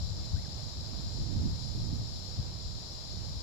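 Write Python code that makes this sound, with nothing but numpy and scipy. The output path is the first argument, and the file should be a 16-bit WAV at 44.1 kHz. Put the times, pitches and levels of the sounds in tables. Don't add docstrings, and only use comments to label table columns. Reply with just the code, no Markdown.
import sys
import numpy as np
from scipy import signal
from scipy.fft import rfft, irfft, next_fast_len
from scipy.io import wavfile
from scipy.ndimage import uniform_filter1d, map_coordinates

SR = 44100
rng = np.random.default_rng(int(sys.argv[2]) if len(sys.argv) > 2 else 0)


def volts(x):
    e = np.asarray(x, float) / 20
    return 10 ** e


def generate_wav(signal):
    frames = np.transpose(np.atleast_2d(signal))
    scaled = np.clip(frames, -1, 1) * 32767
    pcm = np.round(scaled).astype(np.int16)
    wavfile.write(sys.argv[1], SR, pcm)


N = 150822

# centre_hz, width_hz, level_db (per Hz)
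CICADAS_LEFT = [(3550, 880, -86.7), (3900, 500, -82.9), (4100, 290, -76.3), (4270, 170, -77.0),
                (4420, 2000, -79.5), (4830, 420, -73.4), (5130, 370, -79.9), (5330, 450, -74.6),
                (5580, 310, -78.1), (5810, 280, -87.3), (6690, 1920, -87.4), (7110, 410, -83.2),
                (7280, 570, -86.3), (7860, 560, -100.4)]
CICADAS_RIGHT = [(3710, 1140, -94.9), (3970, 570, -83.2), (4070, 220, -83.6), (4290, 370, -84.6),
                 (4590, 300, -87.8), (4790, 410, -81.4), (5150, 540, -86.5), (5320, 360, -82.7),
                 (5570, 310, -86.7), (5830, 220, -101.8), (6640, 1660, -102.7), (7130, 320, -99.7),
                 (7230, 920, -103.0)]
# centre_s, length_s, level_db
WIND_LUMPS = [(.04, .09, -29), (.11, .1, -31), (.2, .12, -34), (.345, .07, -24), (.38, .1, -33),
              (.54, .08, -40), (.79, .07, -35), (1.06, .08, -33), (1.17, .08, -38), (1.22, .06, -28),
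              (1.39, .09, -29), (1.46, .07, -31), (1.525, .09, -30), (1.8, .14, -33), (1.92, .09, -34),
              (2.01, .1, -32), (2.15, .12, -39), (2.398, .045, -26), (2.49, .09, -39), (2.667, .05, -34),
              (2.76, .08, -43), (3.16, .1, -42), (3.31, .08, -36), (3.37, .07, -34)]
# time_s, level_db
WIND_SWELL = [(0, -34), (.11, -44.5), (.18, -36.5), (.47, -40.5), (.72, -43.5), (1.0, -33.5), (1.1, -38),
              (1.17, -32), (1.44, -30), (1.6, -37.5), (1.77, -31.5), (1.95, -34.5), (2.25, -40.5),
              (2.54, -37), (2.86, -45.5), (3.06, -45), (3.18, -37), (3.42, -42)]
# centre_s, length_s, over_swell_db
WIND_PUFFS = [(0.366, 0.043, 3.5), (0.467, 0.036, 5.5), (0.575, 0.034, 6.5), (0.653, 0.061, 6.5),
              (1.02, 0.029, -6), (1.167, 0.056, -0.5), (1.417, .05, 1), (1.459, 0.015, 8),
              (1.664, 0.031, 2.5), (1.86, 0.039, 2.5), (1.932, .05, 4.5), (2.017, 0.02, 3),
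              (2.153, 0.017, 3.5), (2.4, 0.05, 3), (2.704, .06, 2.5), (2.751, 0.07, 4.5),
              (3.205, 0.076, 2.5)]
# freq_hz, level_db (per Hz)
RUMBLE_LEFT = [(12, -20), (30, -8), (45, -4), (75, 0), (110, -4), (160, -11), (210, -21), (400, -50)]
RUMBLE_RIGHT = [(12, -36), (40, -7.5), (70, 2.5), (110, 1), (160, -4.5), (250, -19), (400, -30.5),
                (800, -54)]
# freq_hz, level_db
DEEP_PRESSURE = [(12, -15), (30, -11), (50, -7.5), (80, -8.5), (200, -41)]
# freq_hz, level_db
FLUTTER = [(80, 8), (150, -1), (220, 4), (320, -5.5), (450, -17), (900, -49.5)]
# time_s, pitch_hz, level_db
PEEP = [
    (.354, 1400, -78),
    (.366, 1540, -56),
    (.374, 1720, -70),
    (.386, 1870, -63),
    (.41, 2250, -71),
    (.422, 2120, -80),
    (.437, 2300, -70),
    (.46, 1570, -59),
    (.469, 1480, -76),
]
# start_s, level_db, pitch_hz, left_over_right_db
GRAVEL_TICKS = [
    (.935, -49, 1100, -5),
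    (1.882, -54, 12500, -4),
    (1.942, -51, 12500, 1),
    (3.293, -57, 12000, 1),
]
# centre_hz, width_hz, level_db (per Hz)
CRICKET_BANDS = [
    (10950, 3400, -103),
    (10620, 2100, -103),
]
# freq_hz, level_db (per Hz)
AIR_SPECTRUM = [(150, -82), (400, -85), (650, -83.5), (1000, -88.5), (1500, -95.5), (3000, -100),
                (8600, -114), (15000, -112)]
# freq_hz, correlation (0 to 1)
AIR_ALIKE = [(300, 0.98), (700, 0.25), (1400, 0.083), (2000, 0.043)]
# freq_hz, left_over_right_db
AIR_PAN = [(250, 1.5), (600, 2), (1000, 0), (1500, 0), (2300, -4), (6500, 7), (9000, -1.5)]


def unit(x):
    return x / np.sqrt(np.mean(x ** 2, axis=-1, keepdims=True) + 1e-20)


def along(points, hz):
    f, value = np.transpose(points)
    return np.interp(np.log(hz + 1), np.log(f + 1), value)


def wobble(rate_hz):
    knots = rng.standard_normal(int(N * 40 / SR) + 9)
    return map_coordinates(knots, [np.arange(N) * min(rate_hz, 39) / SR])


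def filtered(x, response):
    m = next_fast_len(N + SR // 2)
    return irfft(rfft(x, m) * response(np.fft.rfftfreq(m, 1 / SR)), m)[..., :N]


def tymbals(modes, count, sway_db):
    click_rate_hz, rate_spread, click_scatter_db = 240, .06, 2.5
    skirt = 1.6
    t, clicks = np.arange(N) / SR, np.zeros(N)
    for spread, start in rng.standard_normal((count, 2)):
        beats = click_rate_hz * (1 + rate_spread * spread) * t + start + .3 * wobble(30)
        size = volts(click_scatter_db * rng.standard_normal(N)) * rng.choice([-1, 1], N)
        buckles = np.diff(np.floor(beats), prepend=np.floor(beats[0])) != 0
        clicks += buckles * size

    def ring(f):
        power = sum(volts(2 * db) / (1 + (2 * (f - hz) / width) ** 2) ** (2 * skirt) for hz, width, db in modes)
        return np.sqrt(power)

    sway = volts(sway_db * (wobble(11) + wobble(6)))
    return np.sqrt(SR / 2) * filtered(unit(clicks), ring) * sway


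def cicadas():
    return np.array([tymbals(modes, count=42, sway_db=.35) for modes in (CICADAS_LEFT, CICADAS_RIGHT)])


def turbulence(spectrum, even_s):
    x = filtered(rng.standard_normal(N), lambda hz: volts(along(spectrum, hz)) * (hz < spectrum[-1][0]))
    span = max(int(even_s * SR), 9)
    power = uniform_filter1d(uniform_filter1d(x ** 2, span), span)
    return unit(x / np.sqrt(np.abs(power) + 1e-20))


def wind_left():
    t, lull_db = np.arange(N) / SR, -48
    power = volts(2 * lull_db)
    for s, length, db in WIND_LUMPS:
        power = power + volts(2 * db) * np.exp(-(4 * (t - s) / length) ** 2)
    return np.sqrt(power) * turbulence(RUMBLE_LEFT, even_s=.025)


def wind_right():
    t = np.arange(N) / SR
    db = np.interp(t, *np.transpose(WIND_SWELL))
    mean_db, swing_db = db.mean(), db - db.mean()
    puff_db = sum(over_db * np.exp(-(2 * (t - s) / length) ** 2) for s, length, over_db in WIND_PUFFS)
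    rumble = volts(mean_db + 0.8 * swing_db + puff_db) * turbulence(RUMBLE_RIGHT, even_s=0.035)
    deep = volts(-45.5 + 0.23 * swing_db) * turbulence(DEEP_PRESSURE, even_s=0.073)
    flutter_db = -50.5 + 2.22 * swing_db + puff_db + 1.5 * wobble(18)
    return rumble + deep + volts(flutter_db) * turbulence(FLUTTER, even_s=0.15)


def wind():
    return np.array([wind_left(), wind_right()])


def chick():
    t, (s, hz, db) = np.arange(N) / SR, np.transpose(PEEP)
    phase = 2 * np.pi * np.cumsum(np.interp(t, s, hz)) / SR
    level_db = np.interp(t, s, db, left=-120, right=-120)
    tone = np.sqrt(2) * volts(level_db) * np.sin(phase)
    return tone * volts(np.array([[-8], [4]]))


def gravel():
    t60_s = .007
    out, t = np.zeros((2, N)), np.arange(N) / SR
    for s, db, hz, pan_db in GRAVEL_TICKS:
        decay = (t >= s) * volts(-60 * np.clip(t - s, 0, 1) / t60_s)
        burst = rng.standard_normal((2, N)) * decay
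        burst = filtered(burst, lambda f: np.exp(-(np.log((f + 1) / hz) / 0.22) ** 2))
        port_db = db + np.array([[pan_db], [-pan_db]]) / 2
        out += volts(port_db) * burst / np.abs(burst).max()
    return out


def big_bird():
    centre_s, length_s, pitch_hz, level_db = 1.69, 0.05, 243.6, -57
    t = np.arange(N) / SR
    swell = np.exp(-((t - centre_s) / length_s) ** 4)
    return volts(level_db + np.array([[0], [-8]])) * swell * np.sin(2 * np.pi * pitch_hz * t)


def crickets():
    surge_s, surge_length_s, surge_db = 1.68, 0.075, 6
    left, right = [tymbals([band], count=16, sway_db=0.96) for band in CRICKET_BANDS]
    surge = np.exp(-((np.arange(N) / SR - surge_s) / surge_length_s) ** 2)
    return np.array([left, right * volts(surge_db * surge)])


def forest_air():
    def mid_side(hz):
        turn = np.arccos(np.clip(along(AIR_ALIKE, hz), -1, 1)) / 2
        return volts(along(AIR_SPECTRUM, hz)) * (hz > 60) * [np.cos(turn), np.sin(turn)]

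    mid, side = filtered(rng.standard_normal((2, N)), mid_side)
    pair = np.array([mid + side, mid - side])
    pair = filtered(pair, lambda hz: volts(along(AIR_PAN, hz) * [[.5], [-.5]]))
    return np.sqrt(SR / 2) * pair * volts(.7 * wobble(7))


def scene():
    return cicadas() + wind() + chick() + gravel() + big_bird() + crickets() + forest_air()


def band_limit(x):
    return signal.sosfilt(signal.butter(12, 15745, fs=SR, output="sos"), x)


def record(dry):
    mix = filtered(dry, lambda hz: hz < 15745)
    return band_limit(mix)


dry = scene()
out = record(dry)
generate_wav(out)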